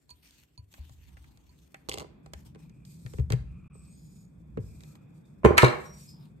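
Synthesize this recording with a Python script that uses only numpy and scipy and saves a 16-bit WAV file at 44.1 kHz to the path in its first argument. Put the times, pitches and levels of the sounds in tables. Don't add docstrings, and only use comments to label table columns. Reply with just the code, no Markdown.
import sys
import numpy as np
from scipy import signal
from scipy.fft import rfft, irfft
from scipy.io import wavfile
from scipy.ndimage import uniform_filter1d

SR = 44100
rng = np.random.default_rng(int(sys.argv[2]) if len(sys.argv) > 2 else 0)


def invert_db(x):
    u = np.asarray(x, float) / 20
    return 10 ** u


def transcribe(signal):
    frames = np.atleast_2d(signal).T
    limited = np.clip(frames, -1, 1)
    pcm = np.round(limited * 32767).astype(np.int16)
    wavfile.write(sys.argv[1], SR, pcm)


N = 282240
FARTHER_S = 5.4

# (frequency [Hz], level [dB], time to fall 60 dB [s])
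BOWL_MODES = [(996, -9, 0.14), (2440, -20, 0.11), (4427, 0.5, 0.066), (6720, -11, 0.041),
              (9480, -2.5, 0.052)]
# (frequency [Hz], level [dB per Hz])
CRACK_SPECTRUM = [(800, -35.5), (1250, -3.5), (2040, 0.5), (2600, -4.5), (3200, -16), (8000, -60.5)]
# (frequency [Hz], level [dB per Hz])
SIZZLE_SPECTRUM = [(2300, -35.5), (3100, -6.5), (3700, -6.5), (4500, -3.5), (5120, -11), (8330, -6),
                   (10500, -9), (13300, -17), (15500, -41)]


def rms_one(x):
    return x / np.sqrt(np.mean(x ** 2) + 1e-20)


def in_time(rows):
    return np.interp(np.arange(N) / SR, *np.transpose(rows))


def ramp(span_s, before, after):
    return np.interp(np.arange(N) / SR, span_s, [before, after])


def at_hz(points, hz):
    table_hz, value = np.transpose(points)
    return np.interp(np.log(hz), np.log(table_hz), value)


def drift(rate_hz, count=N):
    r = np.exp(-2 * np.pi * rate_hz / SR)
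    return rms_one(signal.lfilter([1], [1, -2 * r, r * r], rng.standard_normal(count)))


def colour(x, spectrum):
    hz = np.maximum(np.arange(8193) * SR / 16384, 1)
    cepstrum = irfft(np.log(invert_db(np.maximum(at_hz(spectrum, hz), -80))))
    cepstrum[1:8192] *= 2
    cepstrum[8193:] = 0
    pulse = irfft(np.exp(rfft(cepstrum)))
    pulse = pulse / np.sqrt(np.sum(pulse ** 2))
    return signal.fftconvolve(x, pulse[None], axes=1)[:, :N]


def stereo_noise(spectrum, source):
    # (frequency [Hz], likeness [0 to 1])
    likeness = [(60, 0.85), (150, 1), (380, 0.014), (950, 0.015), (2380, 0.017), (5980, 0.031),
                (15000, 0.38)]
    hz = np.maximum(np.arange(N // 2 + 1) * SR / N, 1)
    alike = np.clip(at_hz(likeness, hz), 0, 1)
    mid, side = rfft(source)
    mid = np.sqrt(0.5 + 0.5 * alike) * mid
    side = np.sqrt(0.5 - 0.5 * alike) * side
    return colour(irfft(mid + side * [[1], [-1]], N), spectrum)


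def patches(x, depth_db, wide_hz, long_s):
    hz, s, z = signal.stft(x, SR, nperseg=256)
    field = rng.standard_normal(z.shape[1:])
    for size, axis in ((wide_hz / hz[1], 0), (long_s / (s[1] - s[0]), 1)):
        cells = max(int(size), 1)
        for _ in range(2):
            field = uniform_filter1d(field, cells, axis=axis)
    patchy = signal.istft(z * invert_db(depth_db * rms_one(field)), SR, nperseg=256)[1]
    return rms_one(patchy[:, :N])


def gusts(rows, rise_s, fall_s):
    t = np.arange(N) / SR
    power = np.zeros(N)
    for start_s, length_s, level_db, change_db in rows:
        rise = np.clip((t - start_s) / rise_s, 0, 1)
        fall = np.exp(-np.maximum(t - start_s - length_s, 0) / fall_s)
        level = invert_db(level_db + change_db * np.clip((t - start_s) / length_s, 0, 1))
        power += (rise * fall * level) ** 2
    return np.sqrt(power)


def clicks_at(times, levels_db):
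    clicks = np.zeros(N)
    clicks[np.round(times * SR).astype(int)] = invert_db(levels_db)
    return clicks + 1e-18


def dying(times, levels_db, fall_s):
    return signal.lfilter([1], [1, -np.exp(-1 / (fall_s * SR))], clicks_at(times, levels_db))


def blows(times, levels_db, soft_s):
    r = np.exp(-1 / (soft_s * SR))
    return signal.lfilter([(1 - r) ** 2], [1, -2 * r, r * r], clicks_at(times, levels_db))


def chatter(envelope, per_s):
    return envelope * (rng.random(N) < per_s / SR) * rng.standard_normal(N)


def ring(force, hz, t60):
    r, w = invert_db(-60 / (t60 * SR)), 2 * np.pi * hz / SR
    return signal.lfilter([0, np.sin(w)], [1, -2 * r * np.cos(w), r * r], force + 1e-18)


def late_left(x):
    near_lag_s, far_lag_s = 0.000302, -0.0002996
    n = np.arange(N)
    lag_s = np.where(n < FARTHER_S * SR, near_lag_s, far_lag_s)
    return np.array([np.interp(n - np.round(lag_s * SR), n, x[0]), x[1]])


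def struck(modes, force, spread_db):
    out = np.zeros((2, N))
    steps = np.arange(N) // 512
    for k, (hz, left_db, right_db, t60) in enumerate(modes):
        strength = invert_db(spread_db * rng.standard_normal(steps[-1] + 1))[steps]
        sides = invert_db(np.array([[left_db], [right_db]]))
        out += (-1) ** k * sides * ring(force * strength, hz, t60)
    return late_left(out)


def background():
    # (frequency [Hz], level [dB per Hz])
    rumble_spectrum = [(15, -63), (25, -29), (40, -13), (59, -1), (75, -2.5), (97, -17), (125, -12),
                       (160, -27.5), (280, -120)]
    hum_spectrum = [(59, -45), (100, -7.5), (134, -1), (155, 5), (194, -4.5), (226, -6.5), (264, -26),
                    (300, -14.5), (390, -38.5), (660, -120)]
    room_spectrum = [(130, -27.5), (220, -10), (265, -6.5), (751, -24.5), (1210, -28), (2080, -35.5),
                     (2500, -29), (2940, -50.5), (3500, -34), (4550, -73.5), (7700, -120)]
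    # (time [s], level [dB])
    shaking = [(0.0, -67.5), (0.71, -74), (1.03, -55.5), (1.76, -72), (1.99, -62), (3.1, -60),
               (3.37, -40.5), (3.55, -49.5), (3.69, -58), (4.33, -62.5), (4.67, -50), (5.2, -71.5),
               (5.6, -48.5), (5.92, -56.5), (6.4, -65)]
    # (time [s], level [dB])
    room_swell = [(0.0, -84.5), (1.7, -81.5), (2.1, -73), (2.9, -75), (3.5, -72), (4.3, -78.5),
                  (4.9, -70.5), (5.4, -74.5), (6.4, -70.5)]
    calm_db, hum_follows = -62, 0.15

    rumble_db = in_time(shaking)
    hum_db = ramp((1, 2.46), -77.5, -54) + hum_follows * (rumble_db - calm_db)
    room_db = in_time(room_swell) + 7.5
    layers = [
        (rumble_spectrum, rumble_db + 2.0 * drift(0.83)),
        (hum_spectrum, hum_db + 0.4 * drift(9.8)),
        (room_spectrum, room_db + 1.9 * drift(0.67)),
    ]
    return sum(invert_db(db) * stereo_noise(spectrum, rng.standard_normal((2, N))) for spectrum, db in layers)


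def hiss():
    # (frequency [Hz], level [dB per Hz])
    hiss_spectrum = [(1470, -42.5), (2500, -5), (2700, -21), (3220, -13.5), (5160, -7), (6250, -11.5),
                     (6690, -6.5), (8550, -1.5), (9950, -4), (10600, -15), (11500, -5), (12700, -5.5),
                     (15500, -47.5)]
    # (start [s], length [s], level [dB], change over the swell [dB])
    swells = [(2.85, 0.34, -65.5, 2.5), (3.74, 0.49, -74.5, 8.5), (4.6, 0.32, -69, 3.5),
              (5.14, 0.038, -76, 3.5), (5.25, 0.048, -71.5, -10), (5.7, 0.4, -63, 4)]
    faint_db, faint_from_s = -83.5, 2.23

    faint = invert_db(faint_db) * (np.arange(N) / SR > faint_from_s)
    level = np.hypot(gusts(swells, rise_s=0.006, fall_s=0.03), faint)
    noise = stereo_noise(hiss_spectrum, rng.standard_normal((2, N)))
    streaked = patches(noise, depth_db=2.5, wide_hz=250, long_s=0.12)
    return level * invert_db(2.1 * drift(19.0)) * streaked


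def whistles():
    # (start [s], length [s], first pitch [Hz], last pitch [Hz], starting level [dB], band width [Hz])
    whistle_rows = [(2.546, 0.466, 2460, 2450, -79, 140), (3.419, 0.56, 2490, 2460, -75, 140),
                    (4.622, 0.57, 2486, 2460, -80, 142), (3.725, 0.14, 8170, 8020, -65, 90),
                    (3.86, 0.11, 8100, 8330, -66, 70), (3.9, 0.36, 4950, 5150, -79, 150),
                    (3.87, 0.43, 6780, 6850, -73, 90), (4.852, .22, 1350, 1280, -79, 120),
                    (5.239, .06, 3640, 3570, -82, 60), (3.46, .48, 1220, 1180, -77, 160),
                    (5.834, .23, 5670, 5610, -62, 30)]
    squeak = (6.07, 0.22, 5082.5, 4988, -52.5, 185)
    fade_db, squeak_fade_db = -3.5, -36
    waver, edge = 0.004, 0.13

    rows = [(*row, fade_db) for row in whistle_rows] + [(*squeak, squeak_fade_db)]
    out = np.zeros(N)
    for start_s, length_s, first_hz, last_hz, level_db, width_hz, change_db in rows:
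        t = np.arange(0, length_s, 1 / SR)
        count = len(t)
        pitch_hz = np.linspace(first_hz, last_hz, count) * (1 + waver * drift(4.0, count))
        phase = 2 * np.pi * np.cumsum(pitch_hz) / SR
        band = drift(width_hz, count) * np.cos(phase) + drift(width_hz, count) * np.sin(phase)
        edges = np.clip(np.minimum(t, length_s - t) / (edge * length_s), 0, 1)
        level = invert_db(level_db + change_db * t / length_s + 0.83 * drift(45.0, count))
        out[round(start_s * SR):][:count] += level * edges * band
    return out


def stirring_and_scrapes():
    # (frequency [Hz], level [dB per Hz])
    grit_spectrum = [(880, -20.5), (1500, -7), (2280, -2), (2640, -1), (4800, -7.5), (8460, -4),
                     (10500, 0.5), (12700, -4.5), (14300, -13), (15500, -20.5)]
    rub_spectrum = [(80, -27), (130, 8), (340, -1.5), (450, -23.5), (900, -8.5), (1300, -18.5),
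                    (2500, -43.5)]
    # (start [s], length [s], grit [dB], rub [dB])
    strokes = [(0.078, 0.36, -72.5, -74.5), (0.22, 0.2, -63, -68.5), (0.701, 0.36, -65.5, -70.5),
               (1.069, 0.38, -69.5, -63), (1.448, 0.46, -71.5, -76), (2.35, 0.07, -66.5, -61),
               (2.445, 0.029, -58, -52), (2.578, 0.074, -67.5, -62), (6.123, 0.15, -69.5, -56.5)]
    sag_db, rise_s, fall_s = -4, 0.018, 0.02

    grit_level = gusts([(s, length, grit_db, sag_db) for s, length, grit_db, _ in strokes], rise_s, fall_s)
    rub_level = gusts([(s, length, rub_db, sag_db) for s, length, _, rub_db in strokes], rise_s, fall_s)
    settling = invert_db(-78.81) * ramp((1, 2.9), 1, 0)
    grit_level = np.hypot(grit_level, settling)

    clumps_db, ticks_db = 3.5 * drift(25), 2 * np.minimum(rng.exponential(1, N), 2)
    grains = chatter(invert_db(clumps_db + ticks_db), per_s=700)
    source = rms_one(rng.standard_normal((2, N)) + 0.6 * rms_one(grains) * [[1], [0.6]])
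    grit = patches(stereo_noise(grit_spectrum, source), depth_db=3, wide_hz=700, long_s=0.06)
    rung = sum(invert_db(db) * rms_one(ring(grains, hz, t60)) for hz, db, t60 in BOWL_MODES)
    rub = invert_db(2.9 * drift(3.2)) * stereo_noise(rub_spectrum, rng.standard_normal((2, N)))
    return grit_level * invert_db(2.1 * drift(31.0)) * (grit + invert_db(-21.5) * rung) + rub_level * rub


def spoon_clinks():
    # (time [s], level [dB])
    taps = [(0.0933, -51.5), (0.0997, -80), (0.1089, -47.5), (0.5771, -49.5), (0.81, -64), (1.493, -61.5)]
    left_db, right_db = -5, 3.5
    modes = [(hz, db + left_db, db + right_db, t60) for hz, db, t60 in BOWL_MODES]
    return struck(modes, blows(*np.transpose(taps), soft_s=0.00002), spread_db=2.5)


def glassware():
    # (frequency [Hz], left level [dB], right level [dB], time to fall 60 dB [s])
    modes = [(6024, 0, 0, 0.2), (7644, -7, -7, 0.15), (8543, 0, 0, 0.17), (9421, -9, -9, 0.2)]
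    jolt_s, jolt_db = 5.452, -44
    return struck(modes, blows(np.array([jolt_s]), jolt_db, soft_s=0.00002), spread_db=1)


def thumps():
    # (time [s], thump level [dB], deep boom level [dB])
    pushes = [(0.108, -65, -48.5), (0.578, -53.5, -31), (0.787, -62, -24), (0.906, -63, -39.5),
              (0.99, -62, -55), (1.132, -52.5, -72), (1.893, -50, -37), (2.341, -69, -31),
              (3.051, -36.5, -34.5), (3.141, -46, -23), (3.19, -27.5, -9), (3.306, -32, -45),
              (3.332, -26.5, -22), (4.583, -23.5, -56), (5.45, -17.5, -7), (5.507, -36, -20),
              (5.631, -22.5, -34)]
    # (frequency [Hz], left [dB], right [dB], time to fall 60 dB [s])
    thump_modes = [(100.1, -7.5, -8.5, 0.42), (126.6, 3.5, -2, 0.15), (167, -16.5, -1.5, 0.093),
                   (213, 1.5, 10, 0.016)]
    boom_modes = [(67, -1.7, -2, 0.071), (76.7, 0.96, -2.5, 0.3)]
    s, thump_db, boom_db = np.transpose(pushes)
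    thump = struck(thump_modes, blows(s, thump_db, soft_s=0.00066), spread_db=6.5)
    boom = struck(boom_modes, blows(s, boom_db, soft_s=0.0035), spread_db=4.0)
    return thump + boom


def knocks():
    # (time [s], tick [dB], sizzle over the tick [dB], knock [dB], thud [dB])
    hits = [(0.104, -73.5, 25, -82, -85), (0.274, -78, 19, -84, -80), (0.308, -79.5, 24, -73, -80),
            (0.43, -69, -5, -72, -73), (0.7391, -58.5, 7.5, -57.5, -75), (0.781, -83, -8, -56, -72),
            (0.8947, -72, 13, -61, -69), (1.1694, -58.5, -6, -58, -58), (1.242, -63, -16, -87, -94),
            (1.373, -70.5, 12.5, -68, -72), (1.7437, -47, -3.5, -48, -51), (2.261, -63, 8, -49.5, -48),
            (2.335, -50.5, 10.5, -45.5, -47), (2.548, -64, 2.5, -59, -46), (2.557, -69, 1, -54.5, -39.5),
            (2.6957, -71, 9.5, -70, -58), (2.851, -72, 18.5, -90, -84), (3.0622, -53, 1, -54, -45.5),
            (3.136, -60.5, 5, -50, -33.5), (3.1844, -54.5, -5, -50, -32.5), (3.196, -60.5, 4, -54, -31),
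            (3.3027, -46.5, 7.5, -35, -28), (3.3214, -38, 4.5, -40, -28), (3.333, -52, 5.5, -42.5, -26.5),
            (3.752, -75.5, -3, -56.5, -45), (4.573, -52, -10, -44.5, -19), (4.584, -84, -10, -64, -25),
            (4.806, -65, 9.5, -78, -77), (4.8353, -62.5, 9.5, -60, -49), (4.9538, -68, 10.5, -56, -67),
            (5.434, -54.5, -19.5, -36.5, -34.5), (5.444, -37, -16, -38, -9.5),
            (5.449, -30.5, -0.5, -10.5, -1), (5.4576, -28, -7.5, -16, -0.5), (5.5055, -56, -16, -23.5, -6),
            (5.5804, -12, -2.5, -24.5, -18.5), (5.6314, -32.5, 0.5, -8, -2.5),
            (5.6397, -33, -11, -13, -3.5)]
    # (time [s], tick [dB], sizzle over the tick [dB], thud [dB])
    rattle_hits = [(1.8876, -41.5, 5, -28.5), (1.8938, -37, 8, -33), (1.915, -32, -13, -42),
                   (1.9227, -32.5, -9, -39), (1.933, -47, 7, -43), (1.9399, -40.5, 3.5, -33.5),
                   (1.9423, -44, 2.5, -39), (1.956, -48, -7, -37), (1.9745, -47, 5, -32.5),
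                   (1.9835, -41, 4.5, -36), (1.997, -43.5, 0.5, -40), (2.004, -48, 3.5, -37),
                   (2.0109, -54, 3.5, -36.5), (2.019, -56, 2.5, -35), (2.0253, -64, 7, -40.5),
                   (2.045, -79, 0, -38.5)]
    # (frequency [Hz], left level [dB], right level [dB], time to fall 60 dB [s])
    rattle_modes = [(2050, -2, -2, 0.012), (2850, 0, 0, 0.011), (3400, -8, -8, 0.008),
                    (4600, -5, -5, 0.008)]
    knock_modes = [(636, -2, 1.5, 0.023), (782, -14, -8.5, 0.12), (1004, 2.5, 1, 0.017),
                   (1085, -3, -11.5, 0.044), (1170, -8, 8, 0.0053)]
    thud_modes = [(227, -0.5, -14, 0.022), (310, -7, -7.5, 0.026), (416.5, -8, 2.5, 0.056),
                  (508, -3.5, -9.5, 0.063)]
    ring_over_tick_db, knock_over_thud_db = -11, -7

    rattled = [(s, tick, sizzle, thud + knock_over_thud_db, thud) for s, tick, sizzle, thud in rattle_hits]
    s, tick_db, sizzle_db, knock_db, thud_db = np.transpose([*hits, *rattled])
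    plain = len(hits)
    shared, own = rng.standard_normal((2, 2, N))

    crack_level = dying(s[:plain], tick_db[:plain], fall_s=0.0065)
    crack = colour((shared[0] + own) * crack_level, CRACK_SPECTRUM)
    ring_level = dying(s[plain:], tick_db[plain:] + ring_over_tick_db, fall_s=0.0014)
    ringing = struck(rattle_modes, shared[0] * ring_level, spread_db=2.0)
    sizzle_level = dying(s, tick_db + sizzle_db, fall_s=0.0022)
    sizzle = colour((shared[1] + 1.1 * own) * sizzle_level, SIZZLE_SPECTRUM)
    knock = struck(knock_modes, blows(s, knock_db, soft_s=0.00008), spread_db=3.0)
    thud = struck(thud_modes, blows(s, thud_db, soft_s=0.0004), spread_db=1.5)
    return late_left(crack + sizzle) + ringing + knock, thud


def jug():
    # (time [s], contact level [dB])
    bounces = [(5.571, -45), (5.578, -29), (5.595, -57.5), (5.6193, -37.5), (5.6408, -35.5),
               (5.6636, -47.5), (5.68, -50), (5.6988, -53), (5.716, -62.5)]
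    # (frequency [Hz], left [dB], right [dB], time to fall 60 dB [s])
    glass_modes = [(960, -7, -7.5, 0.063), (1255, 5.5, -0.5, 0.025), (1680, 2, 1.5, 0.03),
                   (1920, -6, -6.5, 0.03), (2110, -11, -3.5, 0.046), (2266, 1, -7.5, 0.053),
                   (2790, -6.5, -7.5, 0.045), (3730, -11, -10.5, 0.025), (4100, -1.5, -3, 0.034),
                   (4830, -19.5, -11.5, 0.019), (5930, -22.5, -14.5, 0.034), (7850, -13, -14.5, 0.025)]
    force = chatter(dying(*np.transpose(bounces), fall_s=0.01), per_s=3900)
    both_sides = force * np.ones((2, 1))
    ticks = invert_db(16) * colour(both_sides, CRACK_SPECTRUM) + invert_db(14) * colour(both_sides, SIZZLE_SPECTRUM)
    return struck(glass_modes, force, spread_db=2.5) + late_left(ticks)


def kitchen(x):
    # (frequency [Hz], time to fall 60 dB [s])
    echo_t60 = [(100, 0.32), (500, 0.49), (2000, 0.46), (4300, 0.4), (12000, 0.25)]
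    first_echo_s = 0.0034
    hz, s, z = signal.stft(rng.standard_normal((2, SR // 2)), SR, nperseg=256)
    t60 = np.maximum(at_hz(echo_t60, np.maximum(hz, 1)), 0.05)[:, None]
    echoes = signal.istft(z * invert_db(-60 * s / t60), SR, nperseg=256)[1]
    echoes *= np.clip(np.arange(echoes.shape[1]) / (first_echo_s * SR) - 0.5, 0, 1)
    echoes = echoes / np.sqrt(np.sum(echoes ** 2) / 2)
    return signal.fftconvolve(x, echoes, axes=1)[:, :N]


def scene():
    (knock, thud), glass_jug = knocks(), jug()
    far_db = np.where(np.arange(N) < FARTHER_S * SR, 0, 8)
    to_room = invert_db(far_db) * (knock + invert_db(-2.5) * thud + invert_db(-2) * glass_jug)
    room = invert_db(-16) * kitchen(to_room)
    unechoed = background() + hiss() + whistles() + stirring_and_scrapes()
    return unechoed + spoon_clinks() + glassware() + thumps() + knock + thud + glass_jug + room


def band_limit(x):
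    return signal.sosfilt(signal.butter(12, 15780, fs=SR, output="sos"), x)


def record(dry):
    bass_cut_hz, notch_hz, notch_width_hz = 49, 10435, 2450
    silent_from_s, silent_to_s, edge_s = 3.681, 3.699, 0.0034

    x = signal.sosfilt(signal.butter(2, bass_cut_hz, "high", fs=SR, output="sos"), dry)
    notch = signal.iirnotch(notch_hz, notch_hz / notch_width_hz, fs=SR)
    for _ in range(2):
        x = signal.lfilter(*notch, x)
    x = 1.096 * np.tanh(x / 0.83)
    t = np.arange(N) / SR
    outside_s = np.maximum(silent_from_s - t, t - silent_to_s)
    mix = x * np.clip(outside_s / edge_s, 0, 1)
    return band_limit(mix)


dry = scene()
out = record(dry)
transcribe(out)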